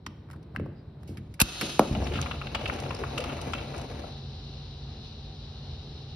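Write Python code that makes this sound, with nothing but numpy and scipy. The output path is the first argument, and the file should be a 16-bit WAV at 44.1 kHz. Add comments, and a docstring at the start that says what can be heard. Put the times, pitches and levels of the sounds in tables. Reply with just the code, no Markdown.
"""Fingers click at the handle of a sliding glass door, close by in a quietly rumbling room. The latch
snaps, the sash drags out of its weatherstrip, and frame and pane knock as it comes free.
The wheels roll along a gritty track, jolting over dents, and coast to a stop. The widening gap lets in
the drone of an air conditioner and the hiss of insects from the patio."""
import sys
import numpy as np
from scipy import signal
from scipy.fft import rfft, irfft
from scipy.io import wavfile

SR = 44100
rng = np.random.default_rng(int(sys.argv[2]) if len(sys.argv) > 2 else 0)


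def inscribe(sig):
    """Save sig as 16-bit PCM at rate SR to the path in sys.argv[1].

    A 1-D sig is mono; a 2-D sig holds one channel per row.
    Samples are clipped to [-1, 1] before scaling.
    """
    pcm = np.round(np.clip(np.atleast_2d(sig).T, -1, 1) * 32767)
    wavfile.write(sys.argv[1], SR, pcm.astype(np.int16))


N = 271215
T = np.arange(N) / SR

# Spectra of steady noise. Each row: frequency in Hz, relative level in dB.
INDOOR_SPECTRUM = [(20, -21), (45, -11.5), (70, 4), (140, 2.5), (200, -5.5), (350, -11), (700, -22),
                   (1500, -33), (3000, -42.5), (4000, -41), (6000, -79), (9000, -67), (16000, -64)]
FAN_SPECTRUM = [(15, -33), (25, -43), (48, 0.5), (92, 3), (113, -10.5), (139, -5.5), (151, -4), (186, -38),
                (221, -14.5), (349, -25.5), (391, -20.5), (595, -25.5), (763, -21), (978, -28.5),
                (2400, -38), (3120, -51), (5280, -120)]
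INSECT_SPECTRUM = [(1500, -36), (2400, -9), (2900, -1), (3350, -3), (3900, 8.5), (4130, 5.5), (4280, 6),
                   (4480, 0), (5200, -1.5), (6200, -13.5), (7500, -46.5), (10500, -27), (14000, -55.5)]
# Spectra of friction and impact. Each row: frequency in Hz, relative level in dB.
SEAL_SPECTRUM = [(100, 0), (330, 9.5), (1000, 2), (2000, 6), (3500, 11.5), (6400, 7), (7500, -21.5),
                 (9500, 1.5), (12500, -10.5), (14000, -47), (16000, -36.5)]
ROLL_SPECTRUM = [(100, -8), (230, 7.5), (370, 6.5), (520, 7), (830, 2.5), (1300, -9.5), (1900, -4.5),
                 (3200, -12), (5000, -15.5), (6500, -15.5), (7500, -56), (9000, -21.5), (10500, -24),
                 (12500, -30), (14000, -58)]
RUMBLE_SPECTRUM = [(20, -32), (45, -3), (72, 11.5), (110, -1), (140, -2), (200, -10), (400, -64)]
GRAIN_SPECTRUM = [(800, -25), (3000, 8.5), (5800, 12.5), (7500, -10), (10000, 8.5), (12500, -8),
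                  (14000, -22), (16000, -24)]
CLACK_SPECTRUM = [(100, -25), (500, 23.5), (1000, 9.5), (2000, 6.5), (3500, 7), (5300, 3), (7000, 0),
                  (12000, -46), (16000, -29)]
TICK_SPECTRUM = [(800, -32.5), (2700, 9), (5200, 4), (7500, -11.5), (10000, 9), (12500, 4), (16000, -19)]
# Spectra of room echo, sash ring and pane-edge echo. Each row: frequency in Hz, relative level in dB.
ROOM_SPECTRUM = [(200, -10), (800, 6), (2000, -1), (3000, 4), (5000, -1), (7000, -5.5), (12000, -6.5)]
RING_SPECTRUM = [(40, 10.5), (150, 2), (290, -1), (520, -4.5), (1000, -12), (2000, -1.5), (8000, -27.5)]
EDGE_SPECTRUM = [(150, -13), (400, 5), (900, -5.5), (1450, 5), (1800, -5), (8000, -30)]
# Stereo width. Each row: frequency in Hz, gain of the side signal in dB.
SIDE_GAIN = [(60, -51.5), (140, -36), (300, -14.5), (600, -5.5), (1000, -4.5), (1800, -10.5), (2750, -0.5),
             (3600, -3), (5600, -5.5), (6500, 4), (7500, 25), (9000, 3.5), (11000, -17), (14000, 12)]

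# Resonances of the door's parts. Each row: frequency in Hz, width in Hz, lift in dB.
FRAME_MODES = [(136.7, 16, 10.5), (234, 55, 3.5), (352, 33, 3.5), (790, 2360, 4.5), (1303, 270, 5),
               (1850, 630, -3), (2300, 230, 2.5), (2637, 230, 5), (2936, 150, 3.5), (4120, 210, -6),
               (5140, 105, 2.5), (11540, 1200, 1.5)]  # pane and aluminium frame
JAMB_MODES = [(1450, 193, 2), (2280, 210, -5), (3860, 160, 4), (4220, 187, 7), (5163, 300, 1),
              (5760, 390, -6.5), (6150, 220, 2.5)]  # hollow jamb
WHEEL_MODES = [(1226, 53, 1.5), (1395, 68, 4.5), (1510, 75, -1.5), (2720, 95, 5), (3480, 140, -0.5)]  # roller housings
LOCK_MODES = [(1260, 1200, 13), (2174, 360, 8.5), (2690, 310, 2.5), (5350, 2200, 10)]  # handle and lock
HOOK_MODES = [(930, 83, 6), (1430, 304, 10), (2665, 200, 7.5), (3200, 490, -7), (3750, 150, 4),
              (4200, 100, 6.5), (4410, 100, 5), (4925, 110, 4.5), (6250, 300, 5), (10730, 90, 5),
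              (11570, 300, 10.5)]  # steel latch hook

# Compressor hum. Each row: multiple of the shaft rate, relative level in dB.
HUM_HARMONICS = [(2, -55.5), (3, -58.5), (5, -46.5), (8, -56.5), (9, -72), (13, -76.5), (14, -66),
                 (15, -64), (16, -70), (18, -67), (27, -70), (28, -71)]
# Drag of the sash out of the weatherstrip. Each row: time in seconds, relative level in dB.
DRAG_LEVELS = [(1.415, -42.5), (1.47, -43), (1.54, -42), (1.64, -37.5), (1.77, -41), (2.0, -55), (2.3, -55),
               (2.6, -90), (3.2, -100)]
# Rolling follows speed: a tug, then a long push. Each row: time in seconds, relative level in dB.
ROLLING_LEVELS = [(1.8, -38.5), (2.08, -34.5), (2.42, -43), (2.68, -34), (3.1, -35.5), (3.3, -34),
                  (3.72, -38), (4.05, -40.5), (4.25, -64)]
# A faint distant chirp, probably a bird, then brief metal squeaks from the track.
# Each row: start in seconds, relative level in dB, pitch in Hz, length in seconds.
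CHIRP_AND_SQUEAKS = [(0.73, -67.5, 4880, 0.11), (2.032, -42.5, 5440, 0.027), (2.213, -35.5, 6160, 0.0062),
                     (2.888, -45, 5270, 0.013), (2.943, -37.5, 5040, 0.013), (2.965, -38, 5100, 0.0061),
                     (2.987, -42, 5300, 0.012)]
# Groans of a binding wheel. Each row: start in seconds, level in dB, pitch in Hz, width in octaves.
WHEEL_GROANS = [(1.948, -34, 696, 0.34), (2.015, -36, 700, 0.35), (2.105, -36, 334, 0.5),
                (2.995, -34, 403, 0.25), (3.188, -33, 526, 0.19), (3.28, -43, 294, 0.63)]
# Grains cracking under the rollers. Each row: start in seconds, relative level in dB, decay in ms.
SAND_CRACKS = [(2.214, -31.5, 3.5), (2.679, -43, 6), (2.737, -41, 3.4), (2.801, -40, 4.7),
               (2.947, -45, 4.4), (3.18, -34.5, 5.9), (3.204, -39, 4), (3.24, -37.5, 4.3),
               (3.4147, -37.5, 4.3), (3.523, -46, 5), (3.766, -47, 3), (3.779, -43, 5.6), (3.815, -43, 3.5)]
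# Jolts over the deeper dents. Each row: start in seconds, relative level in dB, pitch in Hz,
# width in octaves, decay in ms.
DEEP_DENTS = [(1.950, -28.5, 2000, 2.2, 4), (2.068, -28, 2640, 1.6, 6.3), (2.095, -40, 2500, 1.4, 3.7),
              (2.118, -34.5, 2000, 1.7, 7.6), (2.135, -30.5, 2740, 1.5, 17), (2.155, -30, 2460, 1.6, 20),
              (2.175, -33, 2470, 1.6, 8.1), (2.188, -24.5, 1350, 0.5, 2.9), (2.224, -28, 3080, 1.3, 8.1),
              (2.259, -29.5, 1570, 1.33, 7.6), (2.311, -25.5, 1920, 1.74, 6.8), (2.337, -41, 1300, 0.65, 6),
              (2.414, -29.5, 1750, 1.5, 4.5), (2.469, -28, 2400, 1.7, 4.3), (2.547, -19, 1940, 2.5, 8),
              (2.563, -36, 2400, 1.1, 7), (2.589, -42, 1600, 1.4, 4.1), (2.611, -32.5, 2000, 2.4, 8.3),
              (2.657, -21, 2320, 1.24, 4.8), (2.675, -32, 3400, 1.1, 7), (2.6973, -19, 1670, 0.94, 2.5),
              (2.735, -32.5, 1990, 2.7, 4.5), (2.786, -33, 2300, 2.1, 5.7), (2.835, -36, 2600, 1.6, 4.6),
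              (2.862, -33.5, 1400, 2.3, 3.9), (2.9064, -26.5, 1630, 2, 5.2),
              (3.0366, -22.5, 1340, 1.27, 2.7), (3.068, -41, 1500, 1.2, 3), (3.177, -23.5, 2070, 2.3, 6.3),
              (3.203, -32, 2680, 1.4, 7), (3.239, -28.5, 1940, 1.7, 6.3), (3.290, -34.5, 1600, 1.9, 21),
              (3.322, -34, 1700, 2.5, 6.4), (3.390, -35, 1340, 1.4, 4.9), (3.534, -21.5, 2210, 2.15, 5.3),
              (3.548, -32.5, 2280, 0.99, 9.9), (3.579, -36, 2290, 1.3, 20), (3.740, -38.5, 1380, 1.7, 9.6),
              (4.037, -40.5, 860, 1.3, 6.9)]
# Clicks of the handle, then two sharp knocks of the frame as the sash comes free. Each row: start in
# seconds, relative level in dB, pitch in Hz, width in octaves, tick offset in dB, decay in ms.
HANDLE_AND_FRAME_CONTACTS = [(.0635, -25.5, 3800, 1.14, -18, 4.7), (.0648, -26.5, 1400, 0.85, -15, 2.3),
                             (.287, -51, 1270, 1.2, -18, 4.5), (.301, -41, 1320, 1.4, -11, 2.4),
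                             (.311, -48.5, 1710, 1.2, 1, 7.3), (.330, -46, 1330, 0.79, -10, 10),
                             (.361, -51, 1200, 1.5, -9, 4), (.428, -52.5, 4000, 1.2, -10, 6),
                             (.549, -43, 940, 1.6, -18, 7.5), (.5618, -18, 1793, .9, -21, 1.76),
                             (.5675, -36.5, 1710, 2.8, -22, 3.4), (.597, -36.5, 1050, 2.7, -19, 3.6),
                             (.6595, -43.5, 950, 0.99, -18, 4), (1.032, -49.5, 1200, 1.7, -1, 3.2),
                             (1.074, -57.5, 4920, 1.1, 5, 41), (1.171, -39.5, 2140, 1.34, -6.5, 8.9),
                             (1.34, -48.5, 2080, 0.63, 4.5, 5.7), (1.611, -23, 1970, 1.25, -3, 10),
                             (1.7933, -29.5, 2180, 1.1, 12.5, 3.7)]
# The double crack of the latch, with the same columns.
LATCH_CONTACTS = [(1.394, -36, 2100, 1.6, -29, 6.7), (1.3985, -32, 2300, 3.4, -11.5, 4.3),
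                  (1.4021, -23.5, 4200, 4.3, 15.5, 1.1), (1.4035, -21.5, 2654, 4.3, -4, 9.2),
                  (1.4085, -27, 3000, 2.6, -9, 13), (1.4144, -13.5, 3000, 3.4, 4.5, 2.3),
                  (1.4175, -17.5, 3010, 3.8, 1.5, 3.5)]
# Blows that flex the pane. Each row: start in seconds, peak in dB, centre in Hz,
# dispersive delay at 1 kHz in ms, ring relative to the blow in dB.
PANE_KNOCKS = [(.069, -33, 136, 1.03, -12.5), (.355, -38.5, 155, 1.13, -10), (.569, -29.5, 119, 1.18, -8),
               (0.5968, -22, 200, 1.06, -10.5), (.660, -32, 227, 1.03, -9.5), (1.091, -30.5, 165, 1.08, -8),
               (1.18, -32.5, 104, 0.99, -11), (1.413, -13.5, 104.6, 1.9, -33),
               (1.612, -28.5, 340, 0.85, 2.5), (1.792, -0.4, 408, 2.5, -20.5),
               (1.909, -18, 106, 0.8, -15.5), (1.955, -24, 132, 1.1, -12.5), (1.985, -26.5, 190, 0.93, -9),
               (2.155, -25.5, 130, 1.01, -10.5)]

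def amp(db):
    """Decibels are logarithmic: 20 dB is a factor of ten in amplitude."""
    return 10 ** (np.asarray(db) / 20)

def unit(x):
    """Normalisation: the first row (mid) gets an rms of 1."""
    return x / np.std(x[0])

def noise(size=N):
    """Uncorrelated white noise for mid and side."""
    return rng.standard_normal((2, size))

def curve(rows):
    """Linear interpolation between (seconds, value) rows."""
    return np.interp(T, *np.transpose(rows))

def onset(start, rise_s):
    """A linear ramp from 0 to 1."""
    return np.clip((T - start) / rise_s, 0, 1)

def walk(rate_hz):
    """Random modulation with a spread near 1."""
    steps = rng.standard_normal(4096)
    return 1.2 * np.interp(T * rate_hz, np.arange(len(steps)), steps)

def add(out, start, x):
    """Superposition: a sound joins the mix at its start in seconds."""
    i = int(start * SR)
    out[:, i:i + x.shape[1]] += x[:, :N - i]

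def band(x, centre_hz, octaves, order):
    """Band-pass filtering, symmetric in octaves about a centre."""
    edges = np.clip(centre_hz * 2. ** (np.array([-.5, .5]) * octaves), 10, .45 * SR)
    return signal.sosfilt(signal.butter(order, edges, "band", fs=SR, output="sos"), x)

def convolve(x, impulse):
    """Convolution: every sample excites the whole impulse response."""
    return signal.oaconvolve(x, impulse, axes=1)[:, :N]

def response(spectrum, modes=(), size=4096):
    """Minimum-phase impulse response of a spectrum lifted by resonances."""
    hz = np.maximum(np.arange(size // 2 + 1) * SR / size, 1)
    at_hz, at_db = np.transpose(spectrum)
    db = np.interp(np.log(hz), np.log(at_hz), at_db)
    for centre, width, lift in modes:
        db += lift / (1 + (2 * (hz - centre) / width) ** 2)
    cepstrum = irfft(np.log(amp(db)))
    cepstrum[1:size // 2] *= 2  # folding makes the response causal
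    cepstrum[size // 2 + 1:] = 0
    return irfft(np.exp(rfft(cepstrum)))

def colour(x, spectrum, modes=()):
    """Spectral shaping at unit energy: white noise keeps its power."""
    impulse = response(spectrum, modes)
    return convolve(x, impulse[None] / np.linalg.norm(impulse))

def tail(t60, spectrum, modes=()):
    """Reverberation: dense modes merge into noise that falls 60 dB in t60 seconds."""
    t = T[:SR]
    ring = colour(noise(SR), spectrum, modes)[:, :SR]
    ring *= amp(-60 * t / t60) * (1 - np.exp(-t / .004))
    return ring / np.linalg.norm(ring[0])

def indoors():
    """Ambient noise: the room rumbles at a slowly wavering level."""
    return unit(colour(noise(), INDOOR_SPECTRUM)) * amp(-47 + 1.33 * walk(3.55))

def insects(level_db):
    """Incoherent sources: a far chorus blurs into hiss, higher callers left, lower ones right."""
    shimmer_db = .2 * walk(3) + .6 * walk(18) + .5 * walk(70)
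    mid, side = unit(colour(noise(), INSECT_SPECTRUM)) * amp(level_db + shimmer_db)
    high_callers = band(mid, 3740, .72, order=1)
    low_callers = band(mid, 2710, .3, order=1)
    return np.array([mid, 1.1 * side + .87 * high_callers - .4 * low_callers])

def air_conditioner(fan_db, hum_db, shaft_hz):
    """Rotating machinery: broadband fan noise carries wavering harmonics of the compressor shaft."""
    out = unit(colour(noise(), FAN_SPECTRUM)) * amp(fan_db + .87 * walk(13))
    shaft_angle = 2 * np.pi * np.cumsum(shaft_hz * (1 + .003 * walk(5))) / SR
    for order, db in HUM_HARMONICS:
        peak = np.sqrt(2) * amp(db + hum_db + 1.8 * walk(4))
        out[0] += peak * np.sin(round(order) * shaft_angle + rng.uniform(0, 2 * np.pi))
    return out

def gap(leak_db, parts_s, opening_s):
    """Transmission through an aperture: power grows with its width, on top of a constant leak."""
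    return np.sqrt(amp(leak_db) ** 2 + onset(parts_s, opening_s))

def chirp_and_squeaks(gain_db):
    """Narrow resonance: a faint distant chirp, probably a bird, then metal squeaks from the track."""
    out = np.zeros((2, N))
    for start, db, pitch_hz, length_s in CHIRP_AND_SQUEAKS:
        size = int(length_s * SR)
        tone = unit(band(noise(size), pitch_hz, octaves=.11, order=2))
        add(out, start, amp(db + gain_db) * tone * np.hanning(size))
    return out

def bending_modes(force, share):
    """Forced vibration: the many close modes of the sash colour rubbing and rolling."""
    return force + share * convolve(force, tail(t60=.13, spectrum=[(100, 0), (16000, 0)]))

def weatherstrip(pull_s, release_s, creep_db):
    """Friction: the brush seal creeps until the latch lets go, then hisses along the hollow jamb."""
    free = onset(release_s, rise_s=.006)
    creep = amp(creep_db) * onset(pull_s, rise_s=.0077) * (1 - free)
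    drag = amp(curve(DRAG_LEVELS)) * free
    hiss = colour(bending_modes(noise(), share=.935), SEAL_SPECTRUM, FRAME_MODES + JAMB_MODES)
    return unit(hiss) * (creep + drag) * amp(1.4 * walk(90))

def groans(rise_s, side_share):
    """Resonance: a binding wheel excites one low mode of the sash, which swells and fades."""
    out = np.zeros((2, N))
    age = T[:SR // 2] / rise_s
    swell = age * np.exp(1 - age)
    for start, db, pitch_hz, octaves in WHEEL_GROANS:
        judder = band(noise(SR), pitch_hz, octaves, order=2)[:, -len(age):]
        add(out, start, amp(db) * unit(judder * swell) * np.std(swell))
    return out * [[1], [side_share]]

def chatter(decay_ms, damping=1, size=4096):
    """Hard contact: a burst of tiny impacts dies away, more abruptly with damping above 1."""
    age = 1000 * T[:size] / decay_ms
    attack = 1 - np.exp(-age / .029)
    return 1.145 * noise(size) * attack * np.exp(-age ** damping)

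def sand(gain_db):
    """Brittle fracture: single grains are crushed with a thin scrape."""
    out = np.zeros((2, N))
    for start, db, decay_ms in SAND_CRACKS:
        add(out, start, amp(db + gain_db) * chatter(decay_ms))
    return colour(out, GRAIN_SPECTRUM, FRAME_MODES)

def clicks(contacts, modes, clack_db, treble_db, damping):
    """Impact excitation: each contact clacks and rings the part it strikes; sharp ones add a tick."""
    clacks, ticks = np.zeros((2, 2, N))
    for start, db, pitch_hz, octaves, tick_db, decay_ms in contacts:
        burst = chatter(decay_ms, damping)
        clack = band(burst, pitch_hz, octaves, order=3)
        add(clacks, start, amp(db) * unit(clack) * np.std(burst[0]))
        add(ticks, start, amp(db + tick_db) * chatter(decay_ms, damping))
    body = amp(clack_db) * colour(clacks, CLACK_SPECTRUM, modes)
    return body + amp(treble_db) * colour(ticks, TICK_SPECTRUM, modes)

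def rolling_db(coast_db_per_s=85.5):
    """Rolling noise follows speed, then decays exponentially after the last push."""
    return curve(ROLLING_LEVELS) - coast_db_per_s * np.maximum(T - ROLLING_LEVELS[-1][0], 0)

def jolts(dents_per_s, bounce_s, bounce_db, tick_db):
    """Impact and rebound: wheels hit deep dents and small random ones, the latter harder at speed."""
    first, last = ROLLING_LEVELS[0][0], ROLLING_LEVELS[-1][0]
    count = int(dents_per_s * (last - first))
    jitter, strength, pitch, length = rng.standard_normal((count, 4)).T
    times = first + (np.arange(count) + 1 + .93 * jitter) / dents_per_s
    levels = np.interp(times, T, rolling_db()) - 12.5 + .5 * strength
    pitches_hz = 2010 * 2 ** (.5 * pitch)
    widths_octaves = np.full(count, 1.9)
    decays_ms = 2.7 * 2 ** (.5 * length)
    small_dents = list(zip(times, levels, pitches_hz, widths_octaves, decays_ms))
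    contacts = []
    for start, db, pitch_hz, octaves, decay_ms in DEEP_DENTS + small_dents:
        contacts.append((start, db, pitch_hz, octaves, tick_db, decay_ms))
        contacts.append((start + bounce_s, db + bounce_db, pitch_hz, octaves, tick_db, decay_ms))
    # the weight of the door chokes each jolt
    return clicks(contacts, FRAME_MODES + WHEEL_MODES, clack_db=-9, treble_db=-4, damping=1.6)

def rollers(grit_db, rumble_db, drop_s):
    """Roughness excitation: the track drives gritty noise in the frame and a rumble in the glass."""
    rolling = amp(rolling_db()) * onset(ROLLING_LEVELS[0][0], rise_s=.04)
    # the pane shudders as it drops onto its rollers
    shudder_db = -30.5 - 31.5 * np.maximum(T - drop_s, 0)
    shudder = amp(shudder_db) * onset(drop_s, rise_s=.016)
    roughness_db = 2.5 * walk(400) + 1.5 * walk(45)
    vibration = bending_modes(noise() * amp(roughness_db), share=.39)
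    grit = unit(colour(vibration, ROLL_SPECTRUM, FRAME_MODES))
    rumble = unit(colour(noise(), RUMBLE_SPECTRUM, FRAME_MODES))
    return grit * rolling * amp(grit_db) + rumble * (rolling * amp(rumble_db) + shudder)

def pane(ring_t60, edge_t60, edge_db, side_share, size=8192):
    """Dispersion: high bending waves run faster, so a knock is a falling chirp that echoes and rings."""
    hz = np.arange(size // 2 + 1) * SR / size
    direct, ring_drive = np.zeros((2, 1, N))
    for start, db, centre_hz, delay_ms, ring_db in PANE_KNOCKS:
        phase_lag = 4 * np.pi * delay_ms * np.sqrt(hz / 1000)
        chirp = irfft(np.exp(-1j * phase_lag))[None, :size // 2]
        wave = band(chirp, centre_hz, octaves=2.55, order=4)
        wave *= amp(db) / np.abs(wave).max()
        add(direct, start, wave)
        add(ring_drive, start, wave * amp(ring_db))
    edge_echoes = amp(edge_db) * convolve(direct, tail(edge_t60, EDGE_SPECTRUM))
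    ring = convolve(ring_drive, tail(ring_t60, RING_SPECTRUM, FRAME_MODES))
    return (direct + edge_echoes) * [[1], [side_share]] + ring

def scene():
    """Superposition: door, room and patio add as mid and side, then become left and right."""
    handle_and_frame = clicks(HANDLE_AND_FRAME_CONTACTS, LOCK_MODES,
                              clack_db=-11.5, treble_db=-6.5, damping=1.05)
    latch = clicks(LATCH_CONTACTS, HOOK_MODES, clack_db=-4.5, treble_db=-2, damping=1.15)
    track = jolts(dents_per_s=26, bounce_s=.004, bounce_db=-4.5, tick_db=-30)
    track += sand(gain_db=-2.5) + chirp_and_squeaks(gain_db=-5)
    # the latch is right beside the listener, so its direct sound far outweighs its echo
    room_drive = amp(-16.5) * handle_and_frame + amp(-28) * latch + amp(-12.5) * track
    room = convolve(room_drive[:1], tail(t60=.748, spectrum=ROOM_SPECTRUM))
    wheels = track + rollers(grit_db=-4, rumble_db=-7, drop_s=1.91)
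    wheels += groans(rise_s=.011, side_share=.4)
    sash = pane(ring_t60=.46, edge_t60=.14, edge_db=-20, side_share=.21)
    sash += weatherstrip(pull_s=1, release_s=1.412, creep_db=-76.5)
    background = indoors()
    patio = air_conditioner(fan_db=-43.5, hum_db=-2, shaft_hz=27.56) + insects(level_db=-53.5)
    background += patio * gap(leak_db=-24, parts_s=1.41, opening_s=.98)
    mid, side = background + room + handle_and_frame + latch + wheels + sash
    # the wheels and, less so, the sash lean left; the ring of the hook leans right
    lean_left = .32 * band(wheels[0], 910, 2.7, order=1) + .07 * band(sash[0], 912, 2.77, order=1)
    lean_right = .45 * band(latch[0], 2660, .34, order=1)
    side = signal.oaconvolve(side, response(SIDE_GAIN))[:N] + lean_left - lean_right
    return np.array([mid + side, mid - side])

def record(dry):
    """Soft saturation rounds the loudest peaks; a steep low-pass removes the highest treble."""
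    low_pass = signal.ellip(8, .2, 70, 16200, fs=SR, output="sos")
    return signal.sosfilt(low_pass, np.tanh(dry))

dry = scene()
out = record(dry)
inscribe(out)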